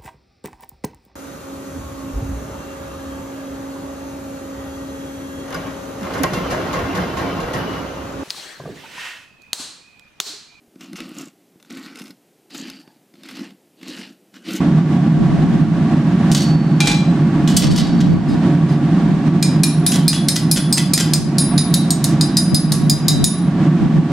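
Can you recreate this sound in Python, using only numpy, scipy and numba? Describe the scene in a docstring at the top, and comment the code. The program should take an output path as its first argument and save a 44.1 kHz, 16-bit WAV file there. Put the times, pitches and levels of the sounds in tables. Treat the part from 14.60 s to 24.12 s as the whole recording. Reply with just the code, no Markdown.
"""A steel tool is tapped close to the microphones in a quick run: clack, shimmer and ringing steel modes.
After some taps it skitters in many tiny contacts; before the run the steel is lightly brushed twice.
Across the hard-walled workshop, tools clank down and shake a tray and an iron bar.
A glass furnace roars throughout, as noise shaped by cavity resonances, and draught puffs buffet the ports.
The recorder's limiter ducks everything after loud peaks, so the roar dips under the taps."""
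import sys
import numpy as np
from scipy import signal
from scipy.fft import rfft, irfft, next_fast_len
from scipy.io import wavfile
from numba import njit

SR = 44100
rng = np.random.default_rng(int(sys.argv[2]) if len(sys.argv) > 2 else 0)


def unload_audio(sound):
    """Save the sound as a 16-bit wav file, at the path given as the first command line argument."""
    columns = np.transpose(np.atleast_2d(sound))
    # keep every value between -1 and 1, then stretch to whole-number steps
    steps = np.round(np.clip(columns, -1, 1) * 32767)
    wavfile.write(sys.argv[1], SR, steps.astype(np.int16))


N = 419821
TIME = np.arange(N) / SR
AFTER = np.arange(int(.6 * SR)) / SR  # seconds since a blow

# Draught puffs across the microphone: peak_s, relative level_db, length_s shared by rise and fall
DRAUGHT_PUFFS = [(0.617, -15, 0.089), (0.884, -18.5, 0.45), (2.847, -26, 0.063), (3.138, -10.5, 0.29),
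                 (3.528, -14, 0.17), (3.723, -18, 0.09), (4.514, -27, 0.14), (6.625, -10.5, 0.1),
                 (7.942, -6.5, 0.026), (8.246, -25.5, 0.97), (8.636, -13, 0.19), (9.255, -7, 0.075),
                 (9.365, -10, 0.1)]
# Tone of the buffeting at the two ports: pitch_hz, relative level_db
PORT_BUFFETING = [(20, -12.5), (40, -5), (70, 0), (120, 7), (180, 3), (300, 0), (450, -12.5), (700, -21),
                  (1200, -41), (3000, -77)]
# Slow drift of the flame's strength: time_s, relative level_db
FLAME_DRIFT = [(0, 2.5), (1.5, 4), (3.3, 2.5), (4.6, 2), (6.2, 3.5), (7.2, 8.5), (8.3, 2.5), (9.52, 10.5)]
# Resonances of furnace and room: pitch_hz, relative width_hz, relative level_db
FURNACE_RESONANCES = [(47, 22, -30), (101, 11.6, -16), (116, 5.1, -10.5), (144.9, 7.5, 1), (154.8, 6.5, 4),
                      (169.3, 15, 0), (181.1, 10.4, -0.5), (218.5, 33.6, -4.5), (243.6, 16, -15),
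                      (253.6, 6.1, -9.5), (265.3, 7.3, -8.5), (287.8, 16.5, -8), (316.6, 30.5, -11.5),
                      (340.7, 21.4, -15), (377, 30, -26), (385.5, 58, -24), (558, 26.4, -26),
                      (670, 100, -28), (706, 23, -23.5), (795, 65, -27), (954, 92, -30), (1129, 61, -27.5)]
# Broad rush of the burner: pitch_hz, level_db per Hz on the scale of the resonances
BURNER_RUSH = [(20, -46), (35, -31.5), (80, -23.5), (300, -38), (480, -31.5), (900, -46), (1350, -35.5),
               (1650, -36), (2200, -42), (3800, -48), (6000, -55.5), (9000, -61.5), (11500, -73.5),
               (15500, -91)]
# Diffuse roar that differs left to right: pitch_hz, level_db per Hz on the same scale
DIFFUSE_ROAR = [(20, -33), (40, -27), (70, -33.5), (120, -41.5), (180, -27.5), (300, -43), (450, -45.5),
                (1000, -43), (2000, -46.5), (4000, -52), (8000, -62), (15000, -73.5)]
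# Far tool clanks: start_s, relative level_db, brightness_db per octave, chatter_t60_s,
# bar_share (0-1), tray_share (0-1)
FAR_CLANKS = [(1.716, -21, 2.5, 0.15, 0.06, 0.2), (1.748, -14.5, 0.5, 0.24, 0, 0.5),
              (2.204, -13.5, -1, 0.14, 1, 0), (2.258, -19, -2.5, .08, 0, .1),
              (2.272, -9.5, -2, 0.21, 0.45, 0), (2.876, -21, -1.5, 0.18, 0, 0.4),
              (2.966, -11.5, 6, 0.16, 0, 0.52), (3.023, -18, -3, 0.19, 0, 0.4),
              (3.108, -25.5, -1, 0.45, 0.13, 0.8), (3.16, -25.5, 2, 0.18, 0, 1),
              (3.177, -21, -2.5, 0.21, 0.1, 1), (3.27, -31.5, -6, 0.77, 0.1, 0.85),
              (3.405, -27.5, -3.5, 0.13, 0.05, 0.3)]
# Clatter of a far clank: pitch_hz, relative level_db
CLANK_CLATTER = [(400, -1), (900, -10), (1500, -4.5), (2400, -5.5), (3200, 2.5), (5000, 1.5), (6500, -0.5),
                 (8500, -3.5), (11000, -12.5), (15000, -25.5)]
# Steel tray shaken by the clanks: pitch_hz, relative level_db, t60_s
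TRAY_MODES = [(1981, -11, .35), (2918, -13, .45), (3009, -2, .25), (3095, -8, .28), (3418, -6, .35),
              (3833, -12, .9), (4463, -8, 1.1), (4544, -8, 1.1), (4823, -3, .2), (5030, -5, .22),
              (5480, -7, .7), (5900, -7, .2), (6498, -11, .2), (6772, -10, .2), (7355, -8, .22),
              (8096, -9, .2), (9039, -12, .18)]
# Heavy iron bar: pitch_hz, relative level_db, t60_s
BAR_MODES = [(828, 0, .35), (1491, -8, .3), (2386, 8.5, .33), (2432, 0, .18), (2590, -4, .25),
             (2713, -9, .3), (2870, -8, .35), (3343, -4, .5), (3680, -5, .15), (3752, -3, .3),
             (3853, -9, .3), (4014, 1, .5), (4310, -4, .12), (4683, -5, .33), (4860, -5, .2),
             (5211, -2, .3), (5523, -9, .42), (6140, -9, .2), (6370, -3, .48), (7020, -5, .36),
             (7860, -11, .7), (8014, -7, .28), (8769, -8, .3), (9076, -9, .3), (9238, -12, .3)]
# Light brushes of the near steel: peak_s, relative level_db, swell_length_s
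STEEL_BRUSHES = [(3.715, -28.5, .04), (4.125, -31.5, .04)]
# Skitters just after some taps: start_s, relative level_db, brightness_db per octave, chatter_t60_s
TOOL_REBOUNDS = [(5.319, -14, 1, .15), (5.529, -13, -1, 0.2), (5.758, -12.5, 2.5, 0.089),
                 (5.961, -12.5, -.5, 0.12), (6.174, -7.5, 1.5, 0.15), (6.377, -6, .5, 0.14)]
# Grain of the skitter: pitch_hz, relative level_db
SKITTER_GRAIN = [(500, -1), (1100, -11), (1500, -1.5), (2400, -5), (3300, 0), (4300, -1.5), (5200, 1),
                 (6700, -1.5), (8500, -4), (11000, -10.5), (15000, -26)]
# What rings during the skitter: pitch_hz, relative level_db, t60_s
SKITTER_RINGS = [(1981, -8, .3), (3095, -7, .25), (3418, -5, .35), (4020, -7, .2), (4490, -4, .2),
                 (5030, 0, .2), (7355, -4, .2), (8500, -10, .15)]
# Near taps: start_s, relative level_db, hardness_db per octave, then level_db of the five main rings,
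# lowest first, which depend on where the blow lands
NEAR_TAPS = [(4.8259, -5, -6.5, -5, -5.5, -1, 6, -9), (5.034, 2, -3, -3, -22, -6, -6, -0.5),
             (5.264, 1, -3.5, 0, -8, -19, -10, 8), (5.4799, 4, -1, -1, -1, -14, -1, -0.5),
             (5.6848, 5, -4, -1, -11, -16, -2, -3), (5.9132, 1.5, 3, -5, -3, -6, 2, 4.5),
             (6.126, 2.5, 1, -9, 2.5, -1, 12, 2), (6.335, 5.5, -0.5, -5, -3, 0, 3, -2),
             (6.535, 7, -3, -9, -2.5, 0, 2, -7), (6.783, -1.5, -4, 3.5, -1, 3.5, 8, 10.5),
             (6.9784, 2, -8, 6, -1, -1, -8, 4.5), (7.14, 4.5, -2, 5, -11, -2, -4, 3.5),
             (7.3053, 0, -1.5, 2, -18, 5.5, 15.5, -10), (7.4412, 1, -2, 2, -8, 3, 6.5, 0.5),
             (7.6099, -0.5, -5, 3.5, 3.5, 2, 3, -0.5), (7.7692, 2.5, -3, 1, 4.5, 0, 4, 3.5),
             (7.9447, 1, -2, 1, 4, -18, 2, 3.5), (8.1198, -1.5, -3.5, -3, -11, -8, -9, -1),
             (8.2968, -1, 0, 0, 5, 7, -7, 2.5), (8.4819, 2.5, -2, 6.5, -2, 2.5, -11, -3),
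             (8.6416, 5.5, -2, 3, -10, 5, 2, 4.5)]
# The tapped steel, before the hand damps it: pitch_hz, relative level_db, t60_s
STEEL_MODES = [(1650, -28, .06), (2412, -25, .2), (3677, -16.5, .3), (3901, -12.5, .38), (4235, -13, .15),
               (4285, -12, .13), (4961, -2.5, .3), (5030, -16, .2), (5211, -16, .28), (5560, -14, .08),
               (6600, -18, .26), (6836, -9.5, .25), (8402, -12, .25), (8657, -8, .14), (8850, -11, .07),
               (10320, -17, .45), (10342, -9.5, .48), (10660, -20, .2), (10965, -11, .14),
               (11585, -17, .19), (12948, -22, .22), (13450, -25, .14), (13900, -22, .07),
               (14620, -26, .12)]
# Short clack of the contact: pitch_hz, relative level_db
CONTACT_CLACK = [(800, -25), (1600, 1), (2900, -3.5), (4200, 14), (5300, 7), (6300, 1.5), (6850, -10),
                 (7400, 3.5), (8600, 2.5), (9600, -1.5), (10900, -3.5), (12300, -3), (13200, -7),
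                 (15500, -17)]
# Many weak, close modes of both tools, heard as rough shimmer: pitch_hz, relative level_db
STEEL_SHIMMER = [(1500, -10), (3200, -8.5), (4300, -8), (5500, 3.5), (7400, -1), (8500, -1.5), (9500, -6),
                 (10800, -5), (13300, -29), (15500, -37)]
# The steel's low modes fade as the run goes on: time_s, relative level_db
LOW_RING_DRIFT = [(4.8, 11), (5.3, 2), (6.8, 2), (7, -4)]
# Main rings, each one mode or a close pair: pitch_hz
MAIN_RING_CENTRES = [3790, 4961, 6836, 8402, 10335]

MAIN_RING_REACH_HZ, LOW_RINGS_BELOW_HZ = 130, 3000
GUST_RISE_SHARE, STILL_AIR_DB = 0.51, -38.5  # part of a puff spent rising; draught between puffs
TRAY_DB, BAR_DB = -13, -12.5  # ring level against the clank
BAR_DETUNE, BAR_SCATTER_DB = .0004, 1.5  # the bar lies still and nearly keeps its pitch
SKITTER_RING_DB = -14  # clinks against scrape
GRIP_DAMPING, GRIP_DAMPING_SPREAD = 1.43, .15  # the hand shortens the rings; spread from tap to tap
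GRIP_DETUNE, GRIP_WAVER_RAD = .0009, .32  # pitch share shifted at each tap; phase waver
MINOR_SCATTER_DB = 3.5  # change of the minor modes from tap to tap
CONTACT_HZ = 4000  # modes below this are driven alike by soft and hard blows
SPREAD_HZ = 5000  # frequency at which the phase spread between microphones is given
TOP_HZ = 15700  # upper edge of the recorder's passband


def undb(db):
    """Decibels to gain."""
    return 10 ** (np.asarray(db) / 20)


def unit(x):
    """Scale to rms 1."""
    return x / np.sqrt(np.mean(x ** 2))


def colour(points, hz):
    """Gain at each frequency, interpolated in dB over log frequency."""
    point_hz, db = np.transpose(points)
    return undb(np.interp(np.log(hz + 1), np.log(point_hz), db))


def bins(size):
    """Frequencies of the spectrum of a sound of this size."""
    return np.arange(size // 2 + 1) * SR / size


def wander(rate, size):
    """Smooth chance with a spread near 1, taking a new direction rate times a second."""
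    return 1.2 * np.interp(np.arange(size) * rate / SR, np.arange(4096), rng.standard_normal(4096))


def tinted(points, size, bright_db=0, patchy_db=0):
    """Coloured noise of rms 1, tilted about 4 kHz; patches stand for many small, close resonances."""
    hz = bins(size)
    tilt_db = bright_db * np.log2((hz + 500) / 4500)
    patches_db = patchy_db * np.interp(hz, np.linspace(0, SR / 2, 400), rng.standard_normal(400))
    spectrum = rfft(rng.standard_normal(size)) * colour(points, hz)
    return unit(irfft(spectrum * undb(tilt_db + patches_db), size))


def stereo(mid, side):
    """Left and right from mid and side."""
    return np.array([mid + side, mid - side])


def fade(t60):
    """Exponential decay after a blow, by 60 dB in t60 seconds."""
    return np.exp(-np.log(1000) * AFTER / max(t60, .002))


def add(out, s, sound):
    """Mix a sound in at a time in seconds."""
    start = int(s * SR)
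    out[:, start:start + sound.shape[1]] += sound[:, :N - start]


def ring(modes, weight_db, spread, detune=0.0013, waver=0.19, waver_rate=70):
    """Decaying modes, detuned and wavering in phase, each with its own phase at the two microphones."""
    out = 0
    for (hz, db, t60), extra_db in zip(modes, weight_db):
        mic_phase = spread * hz / SPREAD_HZ * rng.standard_normal((2, 1))
        phase = rng.uniform(0, 2 * np.pi) + mic_phase
        pitch_hz = hz * (1 + detune * rng.standard_normal())
        wave = 2 * np.pi * pitch_hz * AFTER + waver * wander(waver_rate, len(AFTER))
        out = out + undb(db + extra_db) * fade(t60) * np.sin((wave + phase).astype(np.float32))
    return out


def blow_db(hz, hardness_db):
    """A hard blow favours the high modes."""
    return hardness_db * np.log2(np.maximum(hz, CONTACT_HZ) / CONTACT_HZ)


def grit(points, bright_db, side, side_bright_db=3):
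    """Stereo noise of many small, close resonances, different at every blow and wider in the treble."""
    mid = tinted(points, len(AFTER), bright_db, patchy_db=3)
    apart = tinted(points, len(AFTER), bright_db + side_bright_db, patchy_db=3)
    return stereo(mid, side * apart)


def chatter(rate, t60, bounce_db, spread_db):
    """One contact followed by irregular, dying bounces, with total energy 1."""
    hits = rng.random(len(AFTER)) < rate / SR
    scatter_db = spread_db * np.clip(rng.standard_normal(len(AFTER)), -2, 2)
    bounces = hits * undb(bounce_db + scatter_db) * fade(t60)
    bounces[0] = 1
    return bounces / np.sqrt(np.sum(bounces ** 2))


def rattle(points, bright_db, side, contacts, crack_t60, tail_db, tail_t60):
    """Every contact adds the energy of a short crack and a weak tail, which shapes gritty noise."""
    decay = fade(crack_t60) + undb(tail_db) * fade(tail_t60)
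    energy = signal.fftconvolve(contacts ** 2, decay ** 2)[:len(AFTER)]
    return grit(points, bright_db, side) * np.sqrt(np.abs(energy))


def workshop(x, wet_db, t60, treble_t60, side_db):
    """Dense reflections from hard walls; the treble dies first."""
    noise = rng.standard_normal((2, len(AFTER)))
    low = signal.sosfilt(signal.butter(2, 6000, fs=SR, output="sos"), noise)
    high = signal.sosfilt(signal.butter(2, 6000, "high", fs=SR, output="sos"), noise)
    build_up = 1 - np.exp(-AFTER / 0.0042)
    tail = (low * fade(t60) + high * fade(treble_t60)) * build_up
    tail /= np.sqrt(np.sum(tail[0] ** 2))
    walls = stereo(tail[0], undb(side_db) * tail[1])
    return x + undb(wet_db) * signal.fftconvolve(x.mean(0)[None], walls, axes=1)[:, :N]


def draught(level_db=-1, buffet_db=-3.0, buffet_rate=22, common=0.42):
    """Puffs of moving air swell, die away and push the two ports mostly in opposite senses."""
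    air = undb(STILL_AIR_DB)
    for s, db, length in DRAUGHT_PUFFS:
        width = length * np.where(TIME < s, GUST_RISE_SHARE, 1 - GUST_RISE_SHARE)
        air = air + undb(db) * np.exp(-((TIME - s) / width) ** 2)
    size = next_fast_len(N, real=True)
    push = stereo(common * tinted(PORT_BUFFETING, size), tinted(PORT_BUFFETING, size))[:, :N]
    return air * undb(level_db + buffet_db * wander(buffet_rate, N)) * push


def furnace(level_db=-13, flutter_db=0.91, balance_db=-1.5):
    """Turbulent burning drives the cavity resonances; the gas rushes above them and all flutters a little."""
    size = next_fast_len(N, real=True)
    hz = bins(size)
    power = colour(BURNER_RUSH, hz) ** 2
    for f, width, db in FURNACE_RESONANCES:
        # a rounded peak with steep skirts
        power = power + undb(2 * db) / (1 + ((hz - f) / (1.29 * width)) ** 2) ** 4.25
    mid, side = rfft(rng.standard_normal((2, size)))
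    spectrum = stereo(mid * np.sqrt(power), side * colour(DIFFUSE_ROAR, hz))
    roar = unit(irfft(spectrum, size)[:, :N])
    flame_db = level_db + np.interp(TIME, *np.transpose(FLAME_DRIFT)) + flutter_db * wander(25, N)
    return roar * undb(flame_db + np.array([[balance_db], [-balance_db]]) / 2)


def clanks(level_db=6):
    """A far tool chatters to rest and may set tray and bar ringing, with strong echoes from the room."""
    out = np.zeros((2, N))
    for s, db, bright_db, chatter_t60, bar_share, tray_share in FAR_CLANKS:
        contacts = chatter(rate=170, t60=chatter_t60, bounce_db=-2, spread_db=5)
        clatter = rattle(CLANK_CLATTER, bright_db, 0.24, contacts,
                         crack_t60=0.045, tail_db=-15, tail_t60=0.31)
        tray_db = 2 * rng.standard_normal(len(TRAY_MODES))
        tray = tray_share * undb(TRAY_DB) * ring(TRAY_MODES, tray_db, spread=0.42, waver=0.38)
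        bar_db = BAR_SCATTER_DB * rng.standard_normal(len(BAR_MODES))
        bar = ring(BAR_MODES, bar_db, spread=0.22, detune=BAR_DETUNE, waver=0.46)
        bar = bar_share * undb(BAR_DB) * bar
        restrikes = chatter(rate=120, t60=chatter_t60, bounce_db=-9, spread_db=3)
        rings = signal.fftconvolve(tray + bar, restrikes[None], axes=1)[:, :len(AFTER)]
        add(out, s, undb(db + level_db) * (clatter + rings))
    return workshop(out, wet_db=-7.5, t60=0.34, treble_t60=0.16, side_db=-5.5)


def brushes(scrape_db=-11, bright_db=-6, flicker_db=2):
    """The near steel, grazed lightly, scrapes and swells unevenly into a ringing tinkle without a clack."""
    out = np.zeros((2, N))
    weight_db = blow_db(np.array(STEEL_MODES)[:, 0], bright_db)
    for s, db, length in STEEL_BRUSHES:
        swell = np.exp(-(AFTER / length - 1) ** 2)
        # the modes keep ringing after the swell has peaked
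        tinkle = ring(STEEL_MODES, weight_db, spread=0.7) * np.maximum.accumulate(swell)
        scrape = undb(scrape_db) * tinted(CONTACT_CLACK, len(AFTER), bright_db, patchy_db=5) * swell
        level = undb(db + flicker_db * wander(120, len(AFTER)))
        add(out, s - length, level * (1 - fade(length)) * (tinkle + scrape))
    return out


def rebounds(level_db=6):
    """The tool drops back and skitters in many small contacts: a grainy scrape, and a clink at each."""
    out = np.zeros((2, N))
    for s, db, bright_db, chatter_t60 in TOOL_REBOUNDS:
        contacts = chatter(rate=280, t60=chatter_t60, bounce_db=-1, spread_db=6)
        scrape = rattle(SKITTER_GRAIN, bright_db, 0.25, contacts,
                        crack_t60=0.028, tail_db=-15, tail_t60=0.25)
        scatter_db = 2 * rng.standard_normal(len(SKITTER_RINGS))
        rings = ring(SKITTER_RINGS, scatter_db, spread=0.4, waver=0.4)
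        clinks = signal.fftconvolve(rings, contacts[None], axes=1)[:, :len(AFTER)]
        add(out, s, undb(db + level_db) * (scrape + undb(SKITTER_RING_DB) * clinks))
    return workshop(out, wet_db=-8, t60=0.33, treble_t60=0.2, side_db=-6.5)


def taps(ring_db=-6.5, clack_db=-5, clack_side=0.32, clack_bright_db=7.0, bite=0.35, bite_t60=0.021,
         shimmer_db=-20, shimmer_t60=0.31, shimmer_side=0.54):
    """Steel on steel: a hard clack, a rough shimmer and strong modes, a different ring leading each blow."""
    out = np.zeros((2, N))
    mode_hz = np.array(STEEL_MODES)[:, 0]
    belongs = np.abs(mode_hz[:, None] - np.array(MAIN_RING_CENTRES)) < MAIN_RING_REACH_HZ
    touch, rise = fade(.036), 1 - fade(.003)
    for s, db, hardness_db, *rings_db in NEAR_TAPS:
        grip = GRIP_DAMPING * np.exp(GRIP_DAMPING_SPREAD * rng.standard_normal())
        held = [(hz, mode_db, t60 / grip) for hz, mode_db, t60 in STEEL_MODES]
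        minor_db = blow_db(mode_hz, hardness_db) + MINOR_SCATTER_DB * rng.standard_normal(len(held))
        low_db = np.interp(s, *np.transpose(LOW_RING_DRIFT)) * (mode_hz < LOW_RINGS_BELOW_HZ)
        weight_db = np.where(belongs.any(1), belongs @ np.array(rings_db), minor_db + low_db)
        clack = grit(CONTACT_CLACK, clack_bright_db + hardness_db, clack_side) * touch
        shimmer = grit(STEEL_SHIMMER, hardness_db / 2, shimmer_side) * fade(shimmer_t60)
        tool = ring(held, weight_db, spread=0.31, detune=GRIP_DETUNE, waver=GRIP_WAVER_RAD)
        # the modes start stronger and lose energy quickly while the two pieces still touch
        tool = tool * (1 + bite * fade(bite_t60))
        blow = undb(ring_db) * tool + undb(clack_db) * clack + undb(shimmer_db) * shimmer
        add(out, s, undb(db) * rise * blow)
    return workshop(out, wet_db=-9.5, t60=0.37, treble_t60=0.21, side_db=-3.5)


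def scene():
    """Draught and fire, far clanks, then the near steel: brushes, rebounds and taps."""
    return draught() + furnace() + clanks() + brushes() + rebounds() + taps()


@njit
def follow(x, attack, release):
    """Peak follower with a quick rise and a slow fall."""
    out, e = np.empty(len(x)), 0.
    for i in range(len(x)):
        e += (x[i] - e) * (attack if x[i] > e else release)
        out[i] = e
    return out


def record(dry, threshold_db=-4.0, attack_s=0.00045, release_s=0.29):
    """The limiter sees sharp peaks coming and pulls everything down after them; the top is cut."""
    ahead = np.roll(np.abs(dry).max(0), -30)  # look-ahead in samples
    peak = follow(ahead, 1 / (attack_s * SR), 1 / (release_s * SR))
    fade_in = np.minimum(TIME / .003, 1)
    limited = fade_in * np.clip(dry / np.maximum(1, peak / undb(threshold_db)), -1, 1)
    return signal.sosfilt(signal.ellip(10, .2, 80, TOP_HZ, fs=SR, output="sos"), limited)


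dry = scene()
out = record(dry)
unload_audio(out)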